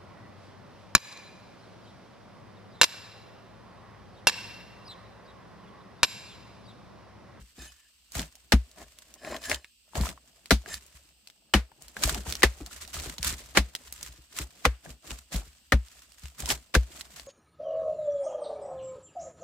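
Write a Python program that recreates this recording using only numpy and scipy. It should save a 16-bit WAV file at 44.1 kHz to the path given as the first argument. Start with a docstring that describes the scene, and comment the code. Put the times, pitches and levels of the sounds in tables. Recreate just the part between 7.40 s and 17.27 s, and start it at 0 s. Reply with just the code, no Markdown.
"""Grit trickles and a first small burst of rubble slides while a steel pick head sings faintly against rock.
Then a pickaxe bites into a bank of layered, crumbly rock and is pried loose; flakes and grit pour into the pit.
Rock is shaped noise, grains and short resonances; steel and wooden handle are resonances driven by slipping stone.
Heavy impacts shake the ground, which answers late with a low boom. Insects hiss far off over a low rumble.
A handheld stereo microphone stands close by; its two ports hear the bass more alike than the treble."""
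import sys
import numpy as np
from scipy import signal
from scipy.fft import rfft, irfft, next_fast_len
from scipy.io import wavfile
from scipy.ndimage import map_coordinates

SR = 44100
rng = np.random.default_rng(int(sys.argv[2]) if len(sys.argv) > 2 else 0)


def master_out(mix):
    """Clip the mix to full scale and print it as 16-bit PCM to the path in sys.argv[1]."""
    frames = np.transpose(np.atleast_2d(mix))
    ceiling = np.clip(frames, -1, 1)
    pcm = np.round(ceiling * 32767).astype(np.int16)
    wavfile.write(sys.argv[1], SR, pcm)


N = 435266


def amp(db):
    """Decibels to gain."""
    return 10 ** (np.asarray(db) / 20)


def unit(x):
    """Scaled to rms 1."""
    return x / np.sqrt(np.mean(x ** 2) + 1e-20)


def along(points, hz):
    """(Hz, value) points read on a log axis."""
    f, v = np.transpose(points)
    return np.interp(np.log(hz + 1), np.log(f + 1), v)


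def filtered(x, response):
    """x times a complex response of frequency, zero-padded so that tails do not wrap onto the start."""
    n = x.shape[-1]
    m = next_fast_len(n + 8192)
    return irfft(rfft(x, m) * response(np.fft.rfftfreq(m, 1 / SR)), m)[..., :n]


def add(track, s, sound):
    """Mix a sound into a track at time s."""
    part = track[..., round(s * SR):][..., :sound.shape[-1]]
    part += sound[..., :part.shape[-1]]


def wobble(rate):
    """A smooth random curve, rate knots a second."""
    knots = rng.standard_normal(int(N * rate / SR) + 4)
    return map_coordinates(knots, [np.arange(N) * rate / SR])


def patter(per_s, spread_db):
    """Sparse impulses of very unequal size and either sign."""
    size = amp(spread_db * np.minimum(rng.exponential(size=N), 3))
    return (rng.random(N) < per_s / SR) * size * rng.standard_normal(N)


def ringer(x, hz, cycles):
    """x through one resonance that dies by 60 dB in the given number of cycles."""
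    r = amp(-60 * hz / (cycles * SR))
    return signal.lfilter([1, 0, -1], [1, -2 * r * np.cos(2 * np.pi * hz / SR), r * r], x)


def resonances(modes):
    """Causal response of a set of (Hz, width Hz, dB) modes, alternating in sign."""
    def response(f):
        total = 0
        for k, (centre, width, db) in enumerate(modes):
            band = 1j * f * width / (centre * centre - f * f + 1j * f * width)
            total = total + (-1) ** k * amp(db) * band
        return total
    return response


# likeness of the two microphone ports: (f/Hz, correlation)
PORT_LIKENESS = [(100, 0.62), (500, .8), (1500, 0.3), (5000, 0.05), (12000, 0.075)]


def port_angle(hz):
    """Phase angle whose cosine is the likeness of the two ports."""
    return np.arccos(np.clip(along(PORT_LIKENESS, hz), -1, 1))


def hiss(spectrum, size):
    """Stereo noise of rms 1: much alike at both ports in the bass, nearly unrelated in the treble."""
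    def shared_and_opposed(hz):
        turn = port_angle(hz) / 2
        return amp(along(spectrum, hz)) * [np.cos(turn), np.sin(turn)]
    mid, side = filtered(rng.standard_normal((2, size)), shared_and_opposed)
    return unit(np.array([mid + side, mid - side]))


def grains(spectrum, low_hz, high_hz, per_s, spread_db, cycles, count):
    """Pieces of many sizes, each size with its own pitch and place, knocking at random; rms 1."""
    out = np.zeros((2, N))
    for hz in np.geomspace(low_hz, high_hz, count) * amp(rng.normal(0, 0.7, count)):
        piece = unit(ringer(patter(per_s / count, spread_db), hz, cycles))
        piece = piece * amp(along(spectrum, hz)) * np.sqrt(hz)
        lag_s = port_angle(hz) / (2 * np.pi * hz)  # between the ports
        out += [piece, np.roll(piece, round(rng.choice([-1, 1]) * lag_s * SR))]
    return unit(out)


# quiet background: a low rumble, with far insects hissing near 3, 5 and 8 kHz: (f/Hz, level/dB per Hz)
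BACKGROUND_SPECTRUM = [(18, -33), (30, -4.5), (58, 4), (118, -21), (273, -11.5), (364, -20.5),
                       (1540, -37.5), (2750, -4), (3770, -11.5), (4780, -7), (6720, -18), (8300, -4),
                       (9220, -25.5), (14800, -15), (16000, -33)]


def quiet_background():
    """A low rumble and the hiss of far insects as one shaped noise, gently wavering in level."""
    level_db = -65.5 + 0.68 * wobble(2.9)
    return amp(level_db) * hiss(BACKGROUND_SPECTRUM, N)


# grit that keeps trickling between the bursts: (t/s, grit level/dB, stones over grit level/dB)
TRICKLING = [(0, -60.5, 1), (.15, -68, -26), (.7, -69.5, -9), (1.05, -66, -1.5), (1.6, -62, -5.5),
             (1.95, -64.5, 15.5), (2.35, -78, -13.5), (2.75, -68, 2.5), (3.4, -61, -5.5), (3.9, -77, 4.5),
             (4.4, -73, 11), (5.0, -50.5, -4), (5.77, -62, -0.5), (6.05, -53, -3.5), (6.92, -81, 6.5),
             (7.24, -56, -3.5), (7.55, -86.5, -20), (8.05, -59, -7.5), (8.35, -69.5, -9.5),
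             (9.87, -63.5, 5)]
# bursts of rubble sliding or landing, and of stone grinding under the levered pick:
# (t/s at full flow, build-up/dB per s, held t/s, decay/dB per s, grit level/dB, stones over grit level/dB)
BURSTS = [(0.199, 398, 0.071, 307, -51.5, -2.5), (0.756, 900, 0.048, 301, -36, -4),
          (1.378, 897, 0.04, 404, -56.5, 10.5), (1.85, 897, 0.11, 900, -53.5, 14.5),
          (2.044, 516, 0.018, 299, -47.5, -20.5), (2.114, 502, 0.006, 389.5, -37, 8),
          (2.555, 2494, 0.025, 270, -44, 11), (2.624, 263, 0.068, 429, -40.5, 1.5),
          (3.26, 702, 0.052, 302, -53, 4), (3.335, 302, 0.0076, 337, -41, -17.5),
          (3.559, 200, 0.048, 143, -65, -18), (4.42, 797, 0.0031, 119.5, -52, -22.5),
          (4.569, 1999, 0.0056, 353, -46, 2), (4.632, 803, 0.044, 204.5, -31.5, -8),
          (4.731, 300, 0.042, 330, -44.5, 4), (4.866, 900, 0.062, 247.5, -45, -2.5),
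          (5.312, 1500, 0.013, 69, -54, -13), (5.416, 600, 0.0086, 292, -45, -18),
          (5.541, 1500, 0.025, 303.5, -38, -12.5), (5.601, 1000, 0.066, 195.5, -43, -4),
          (5.844, 908, 0.044, 202, -33.5, -13), (6.47, 180, 0.0036, 332, -50.5, -12),
          (6.523, 997.5, .01, 57.5, -52.5, -12.5), (6.627, 500, 0.0073, 92, -49.5, -11),
          (6.972, 509, 0.045, 388.5, -38.5, -11), (7.447, 609, 0.072, 361, -52.5, 2),
          (7.648, 1697, 0.0044, 355, -50.5, 0), (7.709, 300, 0.0049, 187, -42.5, -4.5),
          (7.921, 1505.5, 0.05, 318, -37, -4.5), (8.571, 64, .005, 119, -58.5, -9.5),
          (8.82, 204, 0.023, 165, -53.5, -12), (9, 799.5, 0.05, 303, -43.5, -4),
          (9.105, 508, 0.00344, 409, -27.5, -2), (9.568, 102, 0.0098, 162, -48, -7),
          (9.766, 361, .005, 57, -55, -12)]


def flow():
    """Gains of grit and stones: each burst builds up, holds and dies away over the trickle."""
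    t = np.arange(N) / SR
    s, grit_db, over_db = np.transpose(TRICKLING)
    grit = amp(np.interp(t, s, grit_db))
    stones = amp(np.interp(t, s, grit_db + over_db))
    for start, builds, held, dies, db, over_db in BURSTS:
        first = max(round((start - .2) * SR), 0)
        u = t[first:first + SR] - start
        burst = amp(db + builds * np.minimum(u, 0) - dies * np.maximum(u - held, 0))
        add(grit, first / SR, burst)
        add(stones, first / SR, amp(over_db) * burst)
    return grit, stones


# fine grit: (f/Hz, level/dB per Hz)
GRIT_SPECTRUM = [(590, -41), (1000, -1.5), (1430, 0), (6110, -0.5), (7790, 1.5), (9170, -6.5),
                 (14900, -7.5), (16000, -23.5)]
# tumbling and grinding stones: (f/Hz, level/dB per Hz)
STONE_SPECTRUM = [(65, -29), (130, -3), (300, -7), (470, -10), (636, -6.5), (1010, -14.5), (2200, -20.5),
                  (2860, -46.5), (4840, -120)]


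def rubble(fine, coarse):
    """Grit rains in clumps of tiny grains over a wash of dust, stones move in fewer, longer knocks."""
    hits = np.abs(patter(per_s=70, spread_db=2))
    clumps = unit(signal.lfilter([1], [1, -amp(-60 / (0.023 * SR))], hits))  # t60 of 23 ms
    dust = (0.59 + 0.38 * clumps) * hiss(GRIT_SPECTRUM, N)
    grit = dust + .5 * grains(GRIT_SPECTRUM, 1100, 11000, per_s=2000, spread_db=2.5, cycles=9, count=26)
    knocks = grains(STONE_SPECTRUM, 120, 1544, per_s=550, spread_db=4.5, cycles=21, count=20)
    stones = 0.4 * hiss(STONE_SPECTRUM, N) + 0.55 * knocks
    return fine * amp(2.7 * wobble(55)) * grit + coarse * amp(2.0 * wobble(30)) * stones


# waves in the ground after a pick blow: (f/Hz, level/dB, t60 t/s, delay t/s, rise t/s)
GROUND_WAVES = [(60.5, 1.5, 0.2, 0.014, 0.0041), (138, -6.5, 0.069, .009, 0.0057)]
SOIL_S = 0.17  # the soil swallows what is left of a boom about this late


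def boom(damping=1, pitch=1, soft=1, upper_db=0):
    """The ground's answer: slow waves in the soil arrive late and swell before they die."""
    t = np.arange(SR // 3) / SR
    out = 0
    for k, (hz, db, t60, delay, rise) in enumerate(GROUND_WAVES):
        late = np.maximum(t - delay / soft, 0)
        decay = amp(db + k * upper_db + rng.normal(0, 1) - 60 * damping * late / t60)
        swell = 1 - np.exp(-late / (rise * soft))
        out = out + decay * swell * np.sin(2 * np.pi * pitch * hz * late)
    return out * amp(-20 * (t / SOIL_S) ** 4)


# the heaviest lumps of rock hitting the pit floor: (t/s, boom level/dB, knock level/dB)
LUMPS = [(0.0, -39, -48), (0.18, -40, -43.5), (0.751, -26.5, -39), (.79, -40, -24.5), (1.432, -49, -62),
         (2.114, -30, -41), (2.568, -19, -41), (2.601, -17.5, -24.5), (3.539, -45, -71), (4.64, -16, -31),
         (4.718, -29, -39), (4.772, -29, -35.5), (4.869, -26.5, -42), (5.204, -30.5, -34), (5.56, -33, -47),
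         (5.659, -29.5, -35), (5.789, -32, -43.5), (5.851, -28, -44), (5.922, -31, -38), (6.682, -40, -52),
         (6.778, -42.5, -56), (6.996, -26.5, -34), (7.491, -36, -39), (7.706, -30.5, -43),
         (7.942, -17, -28), (8.064, -44, -57), (8.829, -32, -51), (9.019, -28.5, -56), (9.117, -28.5, -41)]
# a loose lump's boom dies faster than a blow's, varies more in pitch, arrives sooner and swells more slowly
LUMP_DAMPING, LUMP_SCATTER, LUMP_SOFT = 1.13, 0.074, 2  # factor, relative pitch spread, factor
LUMP_UPPER_DB = 5  # a lump stirs the upper wave of the ground more than a blow does
TUMBLE_DB, TUMBLES_PER_S = -7, 240  # smaller lumps shake the ground at random


def thuds(fine):
    """Heavy lumps shake the same ground as the blows and give a dull knock of their own."""
    out, t = np.zeros(N), np.arange(SR // 10) / SR
    for s, db, knock_db in LUMPS:
        burst = rng.standard_normal(len(t)) * amp(-60 * t / 0.12)
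        knock = ringer(burst, 220 * amp(rng.normal(0, 2.7)), cycles=9.4)
        add(out, s, amp(knock_db) * knock / np.abs(knock).max())
        pitch = rng.normal(1, LUMP_SCATTER)
        add(out, s, amp(db) * boom(LUMP_DAMPING, pitch, LUMP_SOFT, LUMP_UPPER_DB))
    tumbles = fine * (rng.random(N) < TUMBLES_PER_S / SR) * rng.standard_normal(N)
    shaking = signal.fftconvolve(tumbles, boom(LUMP_DAMPING, soft=LUMP_SOFT))[:N]
    return out + amp(TUMBLE_DB) * shaking


# sharp clicks and short knocks: flakes, small stones, a tap of the pick: (t/s, level/dB, f/Hz)
CLICKS = [(0.72, -34.5, 5940), (0.752, -39.5, 1430), (0.794, -24.5, 3270), (0.829, -32.5, 2620),
          (0.954, -41, 5470), (1.314, -45, 5300), (1.587, -38, 4900), (1.74, -38, 6000), (1.848, -37, 2200),
          (1.944, -37, 1950), (1.965, -30.5, 3510), (2.039, -35, 3500), (2.097, -21, 5430),
          (2.115, -19, 2100), (2.129, -27, 2080), (2.145, -23, 3504), (2.245, -38, 2150),
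          (2.534, -47.5, 890), (2.554, -28, 3040), (2.611, -26.5, 4240), (2.635, -33.5, 990),
          (2.655, -37, 1040), (2.669, -36, 1280), (2.69, -31, 3220), (2.776, -48, 1090),
          (3.058, -37.5, 4200), (3.26, -38, 1660), (3.299, -46.5, 4700), (3.342, -26, 4960),
          (3.464, -45, 7500), (3.873, -37.5, 4700), (3.9, -43.5, 3400), (4.317, -50, 900),
          (4.422, -37.5, 8140), (4.482, -38, 5400), (4.567, -30.5, 1620), (4.627, -33, 1500),
          (4.657, -23, 5995), (4.676, -25.5, 6100), (4.866, -40.5, 905), (4.9, -28.5, 6150),
          (4.924, -21, 4300), (4.953, -25, 4200), (5.022, -21, 2490), (5.262, -32.5, 4920),
          (5.311, -46, 1410), (5.45, -40, 3490), (5.477, -38.5, 5960), (5.542, -32, 4770),
          (5.568, -38.5, 1290), (5.599, -30.5, 5100), (5.657, -38, 3315), (5.782, -27.5, 3695),
          (5.829, -20.5, 4460), (5.861, -37, 1480), (5.933, -39, 1870), (6.351, -21.5, 3900),
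          (6.525, -27.5, 7740), (6.629, -26.5, 6460), (6.988, -29, 4020), (7.707, -30, 3000),
          (7.921, -48, 700), (7.943, -35.5, 2830), (7.962, -30, 5360), (8.484, -44.5, 4700),
          (8.72, -44.5, 5130), (8.856, -36, 2900), (8.984, -41.5, 6820), (9.003, -27.5, 7140),
          (9.058, -23.5, 4930), (9.103, -15, 2900), (9.61, -29.5, 3960), (9.761, -40.5, 4660),
          (9.797, -34.5, 3770)]


def clicks_and_knocks():
    """Each is a hard click and a short tick of noise around its own pitch, then one weaker tick."""
    out, t = np.zeros((2, N)), np.arange(SR // 20) / SR
    late = np.maximum(t - .0004, 0)
    for s, db, hz in CLICKS:
        noise = hiss([(hz / 8, -26), (hz / 1.8, -5), (hz, 0), (hz * 2.2, -8), (hz * 6, -24)], len(t))
        decay = amp(-60 * t / 0.008) + amp(-11 - 60 * t / 0.045)
        tick = noise * decay * (1 - np.exp(-t / 0.0003))
        cycles = min(5 + (3600 / hz) ** 4, hz / 50)  # low knocks ring on; high ones only click
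        click = 1.97 * amp(-60 * late * hz / cycles) * np.sin(2 * np.pi * hz * late)
        lean_db = rng.normal(0, 0.87) * np.array([[1], [-1]])  # to one port or the other
        add(out, s, amp(db + lean_db) * (tick + click))
        # the weaker tick has its ports swapped
        add(out, s + rng.uniform(0.0042, .014), amp(db - 11) * tick[::-1])
    return out


# resonances of the wooden handle: (f/Hz, width f/Hz, level/dB)
HANDLE_MODES = [(257, 78, -2.5), (634, 80, 2), (1070, 100, -6.5), (1790, 380, -11)]


def handle(grinding):
    """Stone slips against the wedged head in fits and the wood of the handle creaks in its own bands."""
    slips = unit(patter(per_s=1400, spread_db=3.5)) * amp(3.5 * wobble(40))
    creak = unit(filtered(slips, resonances(HANDLE_MODES)))
    return amp(1) * grinding * creak  # +1 dB


# resonances of the steel pick head when undamped: (f/Hz, width f/Hz, level/dB)
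STEEL_MODES = [(1740, 50, 0.5), (2460, 13, -2.5), (3037, 24, -5.5), (3730, 22, -7.5), (4120, 50, -8),
               (5080, 92, -5), (6400, 13, -4.5), (7370, 27, -3.5), (7520, 79, -9), (9150, 11, -12.5),
               (10100, 25, -8)]
# the head is levered in the crack: (from t/s, to t/s, ring level/dB, damping by the rock as a factor on widths)
LEVERING = [(0.18, 0.494, 18, 2.2), (1.777, 2.302, 22.5, 2.5), (3.283, 3.379, 18.5, 2.3)]


def steel(rubbing):
    """The head slips against the rock in fits; as the contact wanders, its modes sound by turns."""
    out = np.zeros(N)
    for hz, width, level_db in STEEL_MODES:
        slips = rubbing * amp(3.5 * wobble(28)) * unit(patter(per_s=2500, spread_db=3))
        for start, end, db, damping in LEVERING:
            span = slice(round(start * SR), round(end * SR))
            drive = np.pad(slips[span], (0, SR // 4))  # room to ring out
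            mode = (hz * rng.normal(1, 0.0096), width * damping, level_db)
            ring = filtered(drive, resonances([mode]))
            add(out, start, amp(db) * ring / np.sqrt(damping))
    return out


# rock crushed under the point: (f/Hz, level/dB per Hz)
CRUNCH_SPECTRUM = [(210, -14), (350, -7.5), (566, -7.5), (943, -9.5), (2070, -6), (2980, -11.5),
                   (4040, -12), (13600, -28), (16000, -37)]
# the point grazes the face just before it bites: (from t/s, to t/s, level/dB)
FACE_GRAZES = [(6.148, 6.172, -26.5), (7.244, 7.252, -31.5), (9.339, 9.347, -22.5)]


def grazes():
    """The point scrapes the face: crushing noise that swells towards the bite."""
    out = np.zeros((2, N))
    for start, end, db in FACE_GRAZES:
        size = round((end - start) * SR)
        onset = np.minimum(np.arange(size) / (0.0033 * SR), 1)
        swell = amp(np.linspace(-9, 3, size))
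        add(out, start, amp(db) * onset * swell * hiss(CRUNCH_SPECTRUM, size))
    return out


# ringing layers of the rock face: (f/Hz, level/dB)
ROCK_LAYERS = [(205, -0.5), (270, -2.5), (410, -6), (765, -3.5), (1200, -0.5), (1740, 0.5), (2020, -4.5),
               (2950, -2.5)]
# pick blows close to the microphone: (t/s, crunch level/dB, boom level/dB, extra treble level/dB, crunch t60 t/s,
# ring level/dB, extra low knock level/dB, thick slab f/Hz, thin chip f/Hz)
PICK_BLOWS = [(1.121, -16, -10.5, 5, .063, -22, 6, 629, 1745),
              (3.107, -19, -13, 8.5, 0.1, -20.5, 5.5, 651, 1430),
              (4.137, -16, -13.5, 0, 0.12, -21, 3, 745, 2980),
              (5.0314, -12.5, -15.5, 3, .077, -18, -9, 405.7, 1966),
              (6.172, -12.5, -16.5, 4, 0.067, -20, 2.5, 481, 2212),
              (7.252, -11, -16, -2.5, 0.05, -24.5, -5, 495.5, 1112),
              (8.321, -16.5, -12, -1.5, .067, -22, -1.5, 563, 1827),
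              (9.3499, -16.5, -11, 4, 0.054, -22.5, -0.5, 494, 1582)]
KNOCK_HZ = 324  # the low knock lies below
SLAB_DB, CHIP_DB, SCATTER_DB = 5, 9, 1.5  # slab and chip over the ring; chance per mode


def blows():
    """The point crushes rock in a burst of cracks; the struck layers ring briefly and the ground follows."""
    out, t = np.zeros((2, N)), np.arange(SR // 4) / SR
    for s, db, boom_db, bright_db, t60, ring_db, knock_db, slab_hz, chip_hz in PICK_BLOWS:
        tilt = lambda hz: amp(bright_db * np.clip(np.log2(hz / 2000 + 1e-3), 0, 1))
        crush = amp(-60 * t / t60) + amp(-29.5 - 60 * t / 0.32)  # pit walls and dust prolong the burst
        cracks = 1 + t / 0.0059 * np.exp(1 - t / 0.0007)  # the first fracture is the loudest
        onset = 1 - np.exp(-t / 0.00018)
        crunch = filtered(hiss(CRUNCH_SPECTRUM, len(t)), tilt)
        add(out, s, amp(db) * crush * cracks * onset * crunch)
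        slab_db = SLAB_DB - knock_db / 2  # a blow that knocks less deep puts more into the slab
        for hz, level_db in ROCK_LAYERS + [(slab_hz, slab_db), (chip_hz, CHIP_DB)]:
            push_s = 0.0012 + 1.5 / hz  # low layers are driven longer and later than small chips
            push = rng.standard_normal(len(t)) * t / push_s * np.exp(-t / push_s)
            ring = ringer(push, hz, cycles=0.84 * np.sqrt(hz))
            low_knock_db = knock_db / (1 + (hz / KNOCK_HZ) ** 8)
            level_db += ring_db + low_knock_db + rng.normal(0, SCATTER_DB)
            add(out, s, amp(level_db) * ring / np.abs(ring).max())
        add(out, s, amp(boom_db) * boom())
    return out


WEDGED_FROM_S, WEDGED_TO_S = 1.3, 2.3  # the head sits fast in a crack and the handle is rocked
CREAK_SHARE = 0.61  # share of the stones' grinding heard through the handle meanwhile


def scene():
    """All sources at the microphone; the flow of rubble also drives tumbling lumps, steel and handle."""
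    fine, coarse = flow()
    t = np.arange(N) / SR
    creak = CREAK_SHARE * (t > WEDGED_FROM_S) * (t < WEDGED_TO_S)
    bed = quiet_background() + rubble(fine, (1 - creak) * coarse)
    impacts = thuds(fine) + clicks_and_knocks()
    tool = handle(creak * coarse) + steel(fine)
    return bed + impacts + tool + grazes() + blows()


# colour of the microphone's ports: (f/Hz, left over right level/dB)
PORT_COLOUR = [(100, 1.7), (2000, 2.5), (4500, 0.5), (8500, -5), (13000, -1)]
LOW_CUT_HZ, TOP_HZ = 38, 16000


def record(dry):
    """Ports differ in colour, deepest bass rolls off, peaks are rounded, nothing passes above the band limit."""
    def port_response(hz):
        low_cut = (1j * hz) ** 2 / (LOW_CUT_HZ ** 2 - hz ** 2 + 1.2j * LOW_CUT_HZ * hz)
        return low_cut * amp(along(PORT_COLOUR, hz) * [[.5], [-.5]])
    x = filtered(dry, port_response)
    x = x / (1 + np.abs(x / .95) ** 6) ** (1 / 6)
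    return filtered(x, lambda hz: hz < TOP_HZ)


dry = scene()
out = record(dry)
master_out(out)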